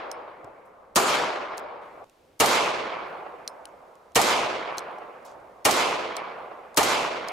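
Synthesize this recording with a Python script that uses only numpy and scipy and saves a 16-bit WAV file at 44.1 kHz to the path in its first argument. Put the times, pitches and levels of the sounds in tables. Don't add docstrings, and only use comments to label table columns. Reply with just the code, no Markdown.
import sys
import numpy as np
from scipy import signal
from scipy.io import wavfile
from scipy.ndimage import uniform_filter1d

SR = 44100
rng = np.random.default_rng(int(sys.argv[2]) if len(sys.argv) > 2 else 0)


def wrap_up_sound(samples):
    columns = np.atleast_2d(samples).T
    tamed = np.clip(columns, -1, 1)
    steps = np.round(tamed * 32767).astype(np.int16)
    wavfile.write(sys.argv[1], SR, steps)


def to_linear_factor(level_db):
    exponent = np.asarray(level_db, float) / 20
    return 10 ** exponent


N = 322809
SIZE, HOP = 1024, 256
SECOND_PLACE_IN_S, FIRST_PLACE_OUT_S = 1.815, 2.045


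def evened(x):
    return x / np.sqrt(np.mean(x ** 2) + 1e-20)


def read(points, hz):
    f, value = np.transpose(points)
    return np.interp(np.log(hz + 1), np.log(f + 1), value)


def bell(t, centre, width):
    return np.exp(-.5 * ((t - centre) / width) ** 2)


def sides(pan_db):
    return to_linear_factor(np.array([[.5], [-.5]]) * pan_db)


def add(mix, s, sound):
    part = mix[:, round(s * SR):][:, :sound.shape[1]]
    part += sound[:, :part.shape[1]]


def banded(x, hz, octaves):
    edges = np.clip(hz * 2 ** (octaves * np.array([-.5, .5])), 20, 20000)
    return evened(signal.sosfilt(signal.butter(2, edges, "band", fs=SR, output="sos"), x))


# frequency in Hz, left-right likeness from 0 to 1.
LIKENESS = [(60, .95), (200, .91), (420, .72), (900, .55), (1650, .45), (4970, .55), (8500, .8),
            (11000, .96), (15000, .995)]


def shaped(pair, field_db):
    hz, t, (a, b) = signal.stft(pair, SR, nperseg=SIZE, noverlap=SIZE - HOP)
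    same = np.clip(read(LIKENESS, hz), 0, 1)[:, None]
    spread = np.sqrt((1 - same) / (1 + same))
    z = np.array([a + spread * b, a - spread * b]) / np.sqrt(1 + spread ** 2)
    z = z * to_linear_factor(field_db(hz[:, None], t))
    return signal.istft(z, nperseg=SIZE, noverlap=SIZE - HOP)[1][:, :pair.shape[1]]


def since_shot():
    t = np.arange(N) / SR
    fired = np.array(sorted(row[0] for row in SHOTS))
    return t - fired[np.searchsorted(fired, t) - 1]


# frequency in Hz, level in dB per Hz.
HISS_COLOUR = [(18, -39), (30, -9), (70, -5), (146, -11), (332, -2), (399, -4), (659, -2), (1890, -14),
               (14800, -32.5), (16500, -44.5)]


def hiss():
    first_db, second_db, sink_db_per_s = -73.5, -67.5, 2
    place_db = np.where(np.arange(N) / SR < SECOND_PLACE_IN_S, first_db, second_db)
    db = place_db - sink_db_per_s * (since_shot() - 1)
    noise = shaped(rng.standard_normal((2, N)), lambda hz, t: read(HISS_COLOUR, np.maximum(hz, 2500)))
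    return evened(noise) * to_linear_factor(db)


# frequency in Hz, level in dB per Hz.
RUMBLE_COLOUR = [(12, -28), (20, -6.5), (71, -19), (100, -5.5), (146, -16.5), (481, 1.5), (905, -10.5),
                 (1500, -11), (1950, -45.5), (3300, -120)]


def rumble():
    level_db, lumps_db, roll_db, roll_t60 = -65, 2.5, 9, 2.7
    roll = 1 + to_linear_factor(roll_db - 60 * since_shot() / roll_t60)
    noise = shaped(rng.standard_normal((2, N)),
                   lambda hz, t: read(RUMBLE_COLOUR, hz) - 9 * np.log2(1 + hz / 300))
    lumps = evened(uniform_filter1d(uniform_filter1d(rng.standard_normal(N), 4000), 3000))
    return evened(noise) * roll * to_linear_factor(level_db + lumps_db * lumps)


# start in seconds, level in dB, centre in Hz, t60 in seconds.
FOOT = (.442, -38, 200, .055)


def thud(db, hz, t60):
    t = np.arange(4000) / SR
    push = banded(rng.standard_normal(len(t)), hz, 2.5)[None]
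    return to_linear_factor(db - 60 * t / t60) * np.minimum(t / 0.0023, 1) * push


def trunks(length, spread_db=2.5, per_s=5000):
    sign = rng.choice([-1., 1.], (2, length)) * (rng.random((2, length)) < per_s / SR)
    size_db = spread_db * np.minimum(rng.exponential(1, (2, length)), 4)
    return evened(sign * to_linear_factor(size_db))


# start in seconds, level in dB, length in seconds, centre in Hz.
SKIDS = [(0.105, -71, 0.032, 7000), (.65, -69, 0.05, 8000), (1.571, -45, 0.036, 8500),
         (3.045, -70.5, 0.29, 10000), (3.477, -53, 0.03, 7000), (4.767, -54, 0.038, 7300),
         (5.248, -50.5, 0.031, 7500), (5.249, -52.5, 0.11, 4280), (6.158, -53, .03, 8000),
         (6.385, -64, .008, 9000), (6.407, -68, .006, 10000), (7.275, -51, 0.043, 7500)]


def scuff(db, length, hz):
    u = np.arange(round(length * SR)) / (length * SR)
    grains = banded(trunks(SR // 2, per_s=6000), hz, 1.5)[:, :len(u)]
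    both = grains + 0.41 * grains[::-1]
    return to_linear_factor(db - 4.5) * both * np.minimum(u / 0.068, 1) * (1 - u)


# start in seconds, level in dB, pitch in Hz, left minus right in dB.
SNAPS = [(0.1254, -44, 5230, 4), (0.4453, -43, 5200, 7), (2.0422, -49, 2500, -1.5), (2.0966, -43, 2670, 3),
         (3.6547, -26.5, 3020, 4), (3.6724, -55, 3170, 2.2), (3.679, -55, 3400, 1.9),
         (1.596, -44, 6000, .1), (3.6884, -54, 2710, 1.5), (3.9543, -48.5, 3170, 8.5),
         (4.1196, -50.5, 2910, -3), (4.774, -33, 3900, -1.1), (4.792, -27, 3430, 4),
         (4.8052, -48, 2750, -5), (4.9856, -47, 5600, 6), (4.733, -52, 9000, .1), (4.915, -54, 9500, -2),
         (5.2274, -55, 2530, 5), (5.3144, -46, 3220, 1.1), (5.4017, -58, 2690, .1), (6.745, -37, 5050, 5)]


def tick(db, hz, t60=0.0097):
    t = np.arange(1600) / SR
    snap = 0.41 * banded(rng.standard_normal(len(t)), 5700, 1.45) + 0.33 * np.sin(2 * np.pi * hz * t)
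    return to_linear_factor(db - 60 * t / t60)[None] * snap


# start in seconds, level in dB, then low, middle and high ring in dB.
LANDINGS = [(0.1149, -21, -30, -31, -23), (1.5796, -25, -19, -34, -38), (3.477, -17, -11.5, -35, -25),
            (4.782, -16.5, -11, -42, -25), (6.167, -22, -11, -36, -20), (7.2852, -24, -11, -35, -24)]
# frequency in Hz, level in dB, t60 in seconds.
MODES = [
    [(4090, 0, .026), (4420, -3, .022)],
    [(5227, 0, .14), (6210, -9, .035)],
    [(8900, 0, .06), (11200, -14, .03), (13100, -24, .06)],
]
# frequency in Hz, level in dB per Hz.
GRIT_COLOUR = [(590, -42), (1000, -30), (1950, -20), (3200, -10), (3940, -11.5), (5350, 3), (7790, -9.5),
               (11600, -13), (16500, -26)]


def case(db, *ring_db):
    t = np.arange(5000) / SR
    grit = evened(shaped(rng.standard_normal((2, len(t))), lambda hz, t: read(GRIT_COLOUR, hz)))
    tube = np.zeros(len(t))
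    for group, strike_db in zip(MODES, ring_db):
        for hz, mode_db, t60 in group:
            tube += to_linear_factor(strike_db + mode_db - 60 * t / t60) * np.sin(2 * np.pi * hz * t)
    u = t / 0.00056
    return to_linear_factor(db) * (.5 * grit * u * np.exp(1 - u) + tube * np.minimum(u, 1))


def stand():
    patches = rng.standard_normal((SIZE // 2 + 1, 3 * SR // HOP + 9))
    patches = uniform_filter1d(uniform_filter1d(patches, 14, 0), 8, 1)
    return trunks(3 * SR), 1.4 * evened(patches)


# frequency in Hz, level in dB per Hz.
YOUNG_COLOUR = [(18, -55.5), (30, -23.5), (60, -23.5), (235, -8), (368, -4.5), (443, -5.5), (1150, -3.5),
                (1890, -12), (2160, -8.5), (5030, -12.5), (7280, -11), (15200, -22.5), (16500, -68)]
# frequency in Hz, loss in dB per second of travel.
TRAVEL_LOSS = [(30, 46), (120, 35.5), (250, 18.5), (500, -6.5), (1000, 0.5), (2000, 8.5), (3000, 24),
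               (5000, 43.5), (8000, 87), (12000, 107.5), (14500, 136.5), (16500, 196.5)]
# shade time in seconds, shade in dB, bright time in seconds, brightness in dB.
ECHO_TREBLE = [(0.047, -4, .25, 2), (0.036, -4, 0.32, 2.5)]


def distance_colour(hz, t, place, patches):
    settle = read([(200, 0.2), (700, 1.5)], hz)
    db = read(YOUNG_COLOUR, hz) - read(TRAVEL_LOSS, hz) * settle * (1 - np.exp(-t / settle))
    shade_s, shade_db, bright_s, bright_db = ECHO_TREBLE[place]
    treble_db = -0.53 + shade_db * bell(t, shade_s, 0.04) + bright_db * bell(t, bright_s, 0.25)
    db = db + treble_db * np.clip(np.log2(hz / 1200 + .01), 0, 1.5)
    late_bass_db = [-6, -4][place]
    db = db + late_bass_db * bell(t, .55, 0.24) * np.clip(np.log2(450 / (hz + 1)), 0, 1)
    middle = (hz > 300) & (hz < 1500)
    middle_power = 2 / SIZE * (to_linear_factor(db) ** 2 * middle).sum(0)
    return db - 10 * np.log10(middle_power) + patches[:, :len(t)]


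# seconds after the shot, change in dB.
STAND_DENTS = [
    [(.096, -2.5), (.188, 3.5), (.355, -0.5), (.435, -2.5), (.513, -2), (.583, 1), (.67, -1), (.77, 0.5),
     (.85, -1.5), (.865, 2.5), (.926, 0.5), (1.052, -0.5), (1.066, 1)],
    [(.062, -2.5), (.162, 0.5), (.279, -0.5), (.325, -3), (.373, -1.5), (.463, -0.5), (.491, -2.5),
     (.571, -1.5), (.848, -1.5), (.868, 4), (.944, 1.5), (.975, -3.5)],
]


def echo_db(t, place):
    near = [6.5, 8][place] - 60 * t / [0.34, .35][place]  # dB, t60 in s
    hold_s, thin_db_per_s = [(0.14, 28), (0.16, 26.5)][place]
    body = -thin_db_per_s * np.maximum(t - hold_s, 0)
    hills = [-11, -10.5][place] - [13, 12.5][place] * t  # dB, dB per s
    total = 10 * np.log10(to_linear_factor(near) ** 2 + to_linear_factor(body) ** 2 + to_linear_factor(hills) ** 2)
    return total + sum(db * bell(t, s, 0.0076) for s, db in STAND_DENTS[place])


def forest(db, place, place_taps, patches, rise_s=0.0069):
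    t = np.arange(place_taps.shape[1]) / SR
    steady = .9
    taps = steady * place_taps + np.sqrt(1 - steady ** 2) * trunks(len(t))
    level = to_linear_factor(db + echo_db(t, place)) * (1 - np.exp(-(t / rise_s) ** 2))
    return shaped(taps, lambda hz, t: distance_colour(hz, t, place, patches)) * level


# seconds after the shot, level in dB, left minus right in dB.
REFLECTORS = [
    [(.099, -14.5, -5), (.279, -13, 12), (.345, -18, -8), (.457, -24, -.5), (.554, -31, .6),
     (.58, -21.5, -2), (.623, -25, 1), (1.0195, -36, -2), (1.0615, -30, -1)],
    [(.1555, -40, 12), (.2775, -13, 5), (.3855, -25, 6), (.4595, -23, -3), (.5005, -37, 2),
     (.5685, -19, -2.5)],
]


def slopes(place, blast_ms=0.422, trim_db=-3):
    out = np.zeros((2, 2 * SR))
    for delay, db, pan_db in REFLECTORS[place]:
        u = np.arange(300) / SR / (blast_ms / 1000 * (1 + delay))
        wave = -np.sin(3.75 * u) * u * np.exp(1 - u)
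        add(out, delay, to_linear_factor(db + trim_db) * sides(pan_db) * wave)
    return out


def lead_wash(length, db):
    u = np.linspace(0, 1, round(length * SR) + 64)
    noise = banded(rng.standard_normal((2, len(u))), 6500, 2.4)
    return to_linear_factor(db) * noise * np.minimum(u / 0.22, 1) * (1 + 2.5 * u ** 4)


# frequency in Hz, level in dB per Hz.
BOOM_COLOUR = [(18, -55.5), (30, -29.5), (193, -15), (683, -4), (834, -10), (1240, -5), (1590, -19.5),
               (1850, -6.5), (2020, -26.5), (6000, -37), (7800, -56.5), (13200, -120)]


def boom(db):
    t = np.arange(6000) / SR
    body = evened(shaped(trunks(len(t), per_s=3400), lambda hz, t: read(BOOM_COLOUR, hz)))
    swell = (1 - np.exp(-(t / 0.0038) ** 2)) * np.exp(-(t / 0.034) ** 3)
    own = rng.standard_normal((2, len(t)))
    shove = banded(own + 0.18 * own[::-1], 90, 2.4) * np.exp(-t / 0.029)
    return to_linear_factor(db) * (body * swell + 0.15 * shove * np.minimum(t / 0.0057, 1))


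# frequency in Hz, level in dB per Hz.
CRACK_COLOUR = [(59, -37.5), (100, -19), (1330, -8.5), (3620, -9), (4200, -9), (6050, -5.5), (13000, -16),
                (14800, -19), (16500, -33)]


def crack(db, slide_db, slide_s=.0585):
    t = np.arange(6000) / SR
    gas = evened(shaped(rng.standard_normal((2, len(t))), lambda hz, t: read(CRACK_COLOUR, hz)))
    hold = to_linear_factor(-60 * np.maximum(t - .007, 0) / 0.034)
    slide = to_linear_factor(slide_db - 60 * (t - slide_s) / 0.085) * (t > slide_s)
    return to_linear_factor(db) * gas * (hold + slide)


# start in seconds, crack in dB, place 0 or 1, echo in dB, seconds of faint noise ahead.
SHOTS = [
    (-.5855, -99, 0, -24.5, 0),
    (0.9583, -16, 0, -24.5, .0085),
    (-.2, -99, 1, -24, 0),
    (2.4002, -17.5, 1, -23.5, 0.0079),
    (4.1558, -16, 1, -24, .0084),
    (5.6506, -15.5, 1, -25, .0054),
    (6.7719, -16, 1, -25.5, 0.0096),
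]


def scene():
    places = np.zeros((2, 2, SR + N))
    stands = [stand(), stand()]
    for s, db, place, level_db, ahead in SHOTS:
        place = round(place)
        mix = places[place]
        add(mix, 1 + s, sides([.3, -1.6][place]) * forest(level_db, place, *stands[place]))
        add(mix, 1 + s, slopes(place))
        add(mix, 1 + s - ahead, lead_wash(ahead, db + [-31, -21][place]))
        add(mix, 1 + s, boom(db - 3.0))
        add(mix, 1 + s, crack(db, slide_db=[-40, -5][place]))
    t = np.arange(N) / SR
    first = places[0, :, SR:] * (t < FIRST_PLACE_OUT_S)
    second = places[1, :, SR:] * (t > SECOND_PLACE_IN_S)
    mix = first + second + hiss() + rumble()
    add(mix, FOOT[0], thud(*FOOT[1:]))
    for s, db, length, hz in SKIDS:
        add(mix, s, scuff(db, length, hz))
    for s, db, hz, pan_db in SNAPS:
        add(mix, s, sides(pan_db) * tick(db, hz))
    for s, db, *ring_db in LANDINGS:
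        add(mix, s, case(db, *ring_db))
    return mix


def starved(x, from_hz=10000, under_db=44, scatter_db=8.5):
    hz, t, z = signal.stft(x, SR, nperseg=SIZE, noverlap=SIZE - HOP)
    power = (abs(z) ** 2).sum(0)
    bins, frames = 10, 4
    band, moment = np.arange(len(hz)) // bins, np.arange(len(t)) // frames
    cell = np.add.reduceat(power, np.arange(0, len(hz), bins))
    cell = np.add.reduceat(cell, np.arange(0, len(t), frames), axis=1)
    loud_db = 10 * np.log10(cell.max(0) + 1e-12)
    habit = evened(uniform_filter1d(rng.standard_normal(cell.shape), size=2, axis=1))
    limit_db = loud_db - under_db + scatter_db * habit
    limit_db += 2.6 * np.minimum(loud_db + 23, 0) + (hz[::bins, None] - 12000) * .004
    weak = (10 * np.log10(cell + 1e-16) < limit_db)[band][:, moment] & (hz > from_hz)[:, None]
    thinned = z * np.where(weak, to_linear_factor(-35), 1)
    return signal.istft(thinned, nperseg=SIZE, noverlap=SIZE - HOP)[1][:, :N]


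def roll_off(x):
    return signal.sosfilt(signal.butter(12, 16820, fs=SR, output="sos"), x)


def record(dry):
    ceiling = to_linear_factor(-6.5)
    limited = starved(ceiling * np.tanh(dry / ceiling))
    low = signal.oaconvolve(limited, signal.firwin(255, 15900, fs=SR)[None], "same")
    finished = low + to_linear_factor(-16) * (limited - low)
    return roll_off(finished)


dry = scene()
out = record(dry)
wrap_up_sound(out)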